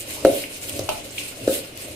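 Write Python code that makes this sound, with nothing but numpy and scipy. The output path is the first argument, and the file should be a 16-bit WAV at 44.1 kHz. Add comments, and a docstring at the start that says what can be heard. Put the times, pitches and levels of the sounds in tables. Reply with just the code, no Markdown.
"""Dry puffed rice rustles in surges as a metal spoon stirs it in a hand-held steel pan.
Colliding grains click, a few crack, and sliding ones keep the wall ringing faintly. The spoon
rubs the base, clinks on the wall and knocks dully on the rice-damped base; the pan rumbles in
the hand. A small hard-walled kitchen reverberates. The hardest knock just overloads the microphone."""
import sys
import numpy as np
from scipy import signal
from scipy.fft import rfft, irfft
from scipy.io import wavfile
from scipy.ndimage import uniform_filter1d

SR = 44100
rng = np.random.default_rng(int(sys.argv[2]) if len(sys.argv) > 2 else 0)


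def to_wav(sig):
    """Store sig (one row per channel, or 1-D mono) as 16-bit WAV at the path in sys.argv[1].

    Samples outside -1..1 are clipped; the rate is SR.
    """
    pcm = np.clip(np.atleast_2d(sig), -1, 1) * 32767
    pcm = np.round(pcm).astype(np.int16)
    wavfile.write(sys.argv[1], SR, pcm.T)  # frames by channels


N = 85995
T = np.arange(N) / SR
HZ = np.fft.rfftfreq(N, 1 / SR)

# stirring effort (time [s], relative level [dB])
STIR_EFFORT = [(0, -35.5), (.045, -40), (.15, -36.5), (.21, -42.5), (.3, -38), (.41, -36), (.48, -41),
               (.545, -38.5), (.59, -41), (.68, -38.5), (.77, -38), (.87, -43), (.93, -37.5), (1.01, -40.5),
               (1.12, -44), (1.16, -42.5), (1.19, -36), (1.28, -37.5), (1.35, -44), (1.42, -42),
               (1.48, -42), (1.58, -36), (1.67, -45), (1.73, -47), (1.825, -38.5), (1.95, -45)]
# spectrum of spilling and cracking rice (frequency [Hz], relative density [dB])
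CRISP_SPECTRUM = [(1000, -10), (3000, 6), (6000, 0), (8500, 9.5), (11000, 7.5), (14000, 5), (16000, 2)]
# pan wall modes (frequency [Hz], relative level [dB], t60 [s])
WALL_MODES = [(616.7, 6, 0.11), (702, 7, 0.066), (840, 3.5, 0.039), (1110, -5, 0.019), (1313, -2, 0.042),
              (1500, -3, 0.046), (2163, 2, 0.019), (2490, 0, 0.029), (2722, -7, 0.084), (2889, -3, 0.045),
              (3102, -4.5, 0.028), (3180, -17, 0.023), (4090, -5, 0.024)]
# likeness of room sound between channels (frequency [Hz], correlation [0-1])
ROOM_CORRELATION = [(150, 1), (350, 0.94), (650, 0.31), (1200, 0), (2500, 0)]


def amp(db):
    """Decibels to gain."""
    return 10 ** (np.asarray(db) / 20)


def unit(x):
    """Scales to rms 1."""
    return x / np.sqrt(np.mean(x ** 2) + 1e-20)


def peaked(x):
    """Scales to peak 1."""
    return x / (abs(x).max() + 1e-20)


def read(points, hz):
    """Interpolates over log frequency."""
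    f, value = np.transpose(points)
    return np.interp(np.log(hz + 1), np.log(f), value)


def curve(points):
    """Interpolates over time."""
    return np.interp(T, *np.transpose(points))


def swells(rows):
    """Sum of Gaussian envelopes."""
    return sum(amp(db) * np.exp(-.5 * ((T - s) / sigma_s) ** 2) for s, sigma_s, db in rows)


def colour(x, gain):
    """Filters by a gain per frequency."""
    return irfft(rfft(x) * gain, N)


def convolve(x, response):
    """Convolves each channel with a response."""
    return signal.fftconvolve(np.atleast_2d(x), np.atleast_2d(response), axes=1)[:, :N]


def pair(x, correlation):
    """Makes two independent channels partly alike."""
    correlation = np.clip(correlation, -1, 1)
    mid = colour(x[0], np.sqrt((1 + correlation) / 2))
    side = colour(x[1], np.sqrt((1 - correlation) / 2))
    return np.array([mid + side, mid - side])


def add(mix, start_s, sound):
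    """Mixes a sound in place."""
    part = mix[:, max(round(start_s * SR), 0):]
    part += sound[..., :part.shape[1]]


def ring(modes, ratio=1):
    """Decaying sines; neighbouring modes swing in opposite directions."""
    return sum((-1) ** k * amp(db) * np.exp(-np.log(1000) * T / t60) * np.sin(2 * np.pi * hz * ratio * T)
               for k, (hz, db, t60) in enumerate(modes))


def impacts(per_s, spread_db):
    """Random impulses of uneven size, scattered between the channels."""
    size = amp(spread_db * np.minimum(rng.exponential(1, N), 5))
    hits = rng.random(N) < per_s / SR
    return unit(size * hits * rng.standard_normal((2, N)))


def burst(spectrum_db, peak_s):
    """Noise puff that peaks at peak_s, then decays."""
    noise = unit(colour(rng.standard_normal((2, N)), amp(spectrum_db)))
    return noise * T / peak_s * np.exp(1 - T / peak_s)


def kitchen(x, wet_db, gap_s=0.0024):
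    """Direct sound plus a dense tail that dies faster in the treble."""
    # reverberation time (frequency [Hz], t60 [s])
    room_t60 = [(100, 0.9), (200, 0.44), (380, 0.31), (650, 0.4), (2500, 0.3), (8000, 0.16), (15000, 0.22)]
    hz, t, spectra = signal.stft(rng.choice([-1., 1.], (2, N)), SR, nperseg=256)
    decay = np.exp(-np.log(1000) * t / read(room_t60, hz)[:, None])
    tail = signal.istft(spectra * decay, SR, nperseg=256)[1][:, :N]
    tail = pair(tail, read(ROOM_CORRELATION, HZ)) * np.clip(T / gap_s - 1, 0, 1)
    return x + amp(wet_db) * convolve(x, tail / np.linalg.norm(tail[0]))


def crackle(per_s=5000, pitch_range_hz=(1500, 14560), pitches=18, decay_cycles=2.27):
    """Colliding grains, each ringing briefly at its own pitch."""
    t = T[:round(SR / 100)]
    out = np.zeros((2, N))
    for hz in np.geomspace(*pitch_range_hz, pitches):
        ping = unit(np.exp(-t * hz / decay_cycles) * np.sin(2 * np.pi * hz * t))
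        out += np.sqrt(hz) * convolve(impacts(per_s / pitches, spread_db=3), ping)
    return unit(out)


def tumble(spectrum, clump_db=2.5, left_lag_s=.00045):
    """Clumps of grains roll over each other, nearer the right microphone."""
    # stereo balance of the rice (frequency [Hz], left minus right [dB])
    balance = [(2000, 1.5), (7000, -0.3), (10000, -1.5), (12500, -4), (15000, -2.5)]
    clumps = unit(uniform_filter1d(rng.standard_normal(N), size=600))
    clicks = pair(crackle(), correlation=0.44) * amp(clump_db * clumps)
    clicks[0] = np.roll(clicks[0], round(left_lag_s * SR))
    balance_db = np.outer([.5, -.5], read(balance, HZ))
    return unit(colour(kitchen(clicks, wet_db=4), amp(read(spectrum, HZ) + balance_db)))


def rustle(gain_db=3):
    """Rice rustles as the spoon pushes it and hisses brighter as it slides off."""
    # spectrum of pushed rice (frequency [Hz], relative density [dB])
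    pushed_spectrum = [(300, 3), (900, 5.5), (1700, -2.5), (2700, 8), (3500, 4), (4300, 7), (5500, 3.5),
                       (7200, 6), (8600, 10), (10000, 7.5), (13000, 1), (15000, 1.5), (16000, -60)]
    # rice sliding off the spoon (centre [s], sigma [s], level [dB])
    spills = [(.005, .012, -33), (.112, .024, -36), (.368, 0.049, -32), (.693, 0.012, -31),
              (.93, 0.027, -47), (1.183, 0.02, -33.5), (1.55, 0.037, -25.5), (1.82, 0.011, -41)]
    pushed = tumble(pushed_spectrum) * amp(curve(STIR_EFFORT) + gain_db)
    return pushed + tumble(CRISP_SPECTRUM) * swells(spills)


def scrape(rms_db=-47, effort_exponent=0.73, low_hz=2000):
    """Grains sliding along the steel wall keep its upper modes ringing."""
    upper_modes = [mode for mode in WALL_MODES if mode[0] > low_hz]
    wall = convolve(impacts(per_s=2700, spread_db=2.5), ring(upper_modes))
    wall *= amp(effort_exponent * curve(STIR_EFFORT))
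    return amp(rms_db) * unit(kitchen(wall, wet_db=-10))


def base_note(ratio=1, contact_s=0.0002, low_hz=217):
    """Hollow ring of the base after a rice-cushioned blow; the pan is too small to radiate bass."""
    # rice-damped base modes at ratio 1 (frequency [Hz], relative level [dB], t60 [s])
    base_modes = [(294.8, -8.5, 0.036), (456.4, 0, 0.016), (545.4, -0.5, 0.027), (686, -15, 0.027)]
    blow = T * np.exp(-T / contact_s)
    highpass = signal.butter(2, low_hz, "high", fs=SR, output="sos")
    return signal.sosfilt(highpass, convolve(blow, ring(base_modes, ratio))[0])


def rub(gain_db=1.5):
    """Small slips of the spoon excite the base."""
    # rubbing strength (time [s], relative level [dB])
    strength = [(0, -45), (.2, -45), (.243, -35), (.3, -45), (.54, -45), (.59, -53), (.67, -45),
                (.765, -36), (.83, -40), (.88, -48), (1.05, -44), (1.14, -49), (1.35, -48), (1.42, -38.5),
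                (1.465, -37), (1.55, -45), (1.68, -48), (1.8, -49), (1.885, -42), (1.95, -46)]
    # how a slip drives the base (frequency [Hz], gain [dB])
    drive = [(180, 1), (285, 5), (430, -3.5), (520, -3.5), (600, 4), (750, 5.5)]
    slips = pair(impacts(per_s=5700, spread_db=2), correlation=0.92)
    base = colour(convolve(slips, base_note()), amp(read(drive, HZ)))
    return unit(kitchen(base, wet_db=-2)) * amp(curve(strength) + gain_db)


def air(noise_db=-43.5):
    """Steady room noise with a faint hum."""
    # room noise spectrum (frequency [Hz], relative density [dB])
    spectrum = [(20, -8), (50, -9), (95, -1), (160, -9), (300, -6), (600, -7), (1000, -20), (3000, -14),
                (15000, -54)]
    # hum (frequency [Hz], peak [dB])
    tones = [(118, -53.5)]
    noise = pair(rng.standard_normal((2, N)), read(ROOM_CORRELATION, HZ))
    noise = colour(noise, amp(read(spectrum, HZ)))
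    hum = sum(amp(db) * np.sin(2 * np.pi * (hz * T + rng.random())) for hz, db in tones)
    return amp(noise_db) * unit(noise) + hum


def cracks():
    """Single grains snap under the spoon."""
    # grain snaps (time [s], dry level [dB])
    snaps = [(.108, -27), (.345, -34), (.383, -27), (.6945, -24), (1.373, -42), (1.54, -20.5), (1.553, -28),
             (1.7746, -28)]
    dry = np.zeros((2, N))
    for s, db in snaps:
        add(dry, s, amp(db) * burst(read(CRISP_SPECTRUM, HZ), peak_s=.0008))
    return kitchen(dry, wet_db=-4)


def clinks(chatter=0.095, bite_octaves=.22):
    """The spoon's edge strikes the wall and bites along it; where it lands decides which modes ring."""
    # wall strikes (time [s], dry peak [dB], band centre [Hz], spread [octaves], contact [s], bite [dB])
    strikes = [(.165, -36, 1034, 0.23, 0.047, -47), (0.2484, -18.5, 1840, 0.65, 0.009, -37),
               (.438, -19.5, 2220, 0.26, .003, -33), (0.8881, -13.5, 940, 0.35, 0.0031, -29),
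               (0.8893, -16, 2920, 0.22, 0.0014, -31), (.899, -26, 2780, .4, 0.0051, -33),
               (1.18, -18.5, 3000, 0.27, 0.0057, -25.5), (1.477, -28, 1500, 0.52, 0.0057, -30)]
    dry = np.zeros((2, N))
    for s, db, hz, octaves, contact_s, bite_db in strikes:
        modes = [(f, level - 3 * (np.log2(f / hz) / octaves) ** 2, t60) for f, level, t60 in WALL_MODES]
        force = (T == 0) + chatter * rng.standard_normal((2, N)) * np.exp(-T / contact_s)
        add(dry, s, amp(db) * peaked(convolve(force, ring(modes))))
        band_db = -3 * (np.log2((HZ + 1) / hz) / bite_octaves) ** 2
        add(dry, s, amp(bite_db) * burst(band_db, contact_s / 2))
    return kitchen(dry, wet_db=-5)


def handling(centre_hz=100.4, sigma_hz=26.5):
    """The pan rumbles as it shifts in the hand."""
    # pan shifts (centre [s], sigma [s], level [dB])
    shifts = [(.19, .025, -43), (.29, 0.044, -48), (.8, 0.062, -36), (1.46, 0.053, -42), (1.63, 0.062, -60),
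              (1.92, 0.042, -44)]
    noise = pair(rng.standard_normal((2, N)), correlation=0.99)
    band = np.exp(-.5 * ((HZ - centre_hz) / sigma_hz) ** 2)
    return unit(colour(noise, band)) * swells(shifts)


def knocks(mid_base_hz=487):
    """The spoon hits the base: a dull hollow note and a tick of crushed grains."""
    # base strikes (time [s], dry peak [dB], pitch [Hz], tick level [dB])
    strikes = [(.248, 4, 532.4, -21.5), (0.2555, -1, 556, -29), (0.7914, -14.5, 544, -24),
               (0.8902, -30.5, 368, -21.5), (1.4754, -3, 492, -28), (1.881, -29.5, 502, -47)]
    # crushed-grain spectrum (frequency [Hz], relative density [dB])
    tick_spectrum = [(100, 3), (1300, -2), (2600, -9.5), (4000, 2.5), (6000, -2.5), (9000, -4),
                     (15000, -7.5)]
    # first echoes off the kitchen walls (delay [s], gain [dB])
    echoes = [(.0168, -9), (.028, -29), (.036, -26)]
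    notes, ticks = np.zeros((2, 2, N))
    for s, db, hz, tick_db in strikes:
        add(notes, s, amp(db) * peaked(base_note(hz / mid_base_hz)))
        add(ticks, s, amp(tick_db) * burst(read(tick_spectrum, HZ), peak_s=.0017))
    out = kitchen(notes, wet_db=-7.5, gap_s=0.01) + kitchen(ticks, wet_db=-2.5)
    for delay_s, db in echoes:
        add(out, delay_s, amp(db) * notes)
    return out


def scene():
    """Rice, spoon and pan over the kitchen's background noise."""
    return rustle() + cracks() + scrape() + rub() + handling() + knocks() + clinks() + air()


def record(dry):
    """Microphone overload at full scale, then a band limit."""
    cutoff_hz = 15600
    lowpass = signal.firwin(401, cutoff_hz, window=("kaiser", 9), fs=SR)
    return signal.oaconvolve(np.clip(dry, -1, 1), lowpass[None], "same")


dry = scene()
out = record(dry)
to_wav(out)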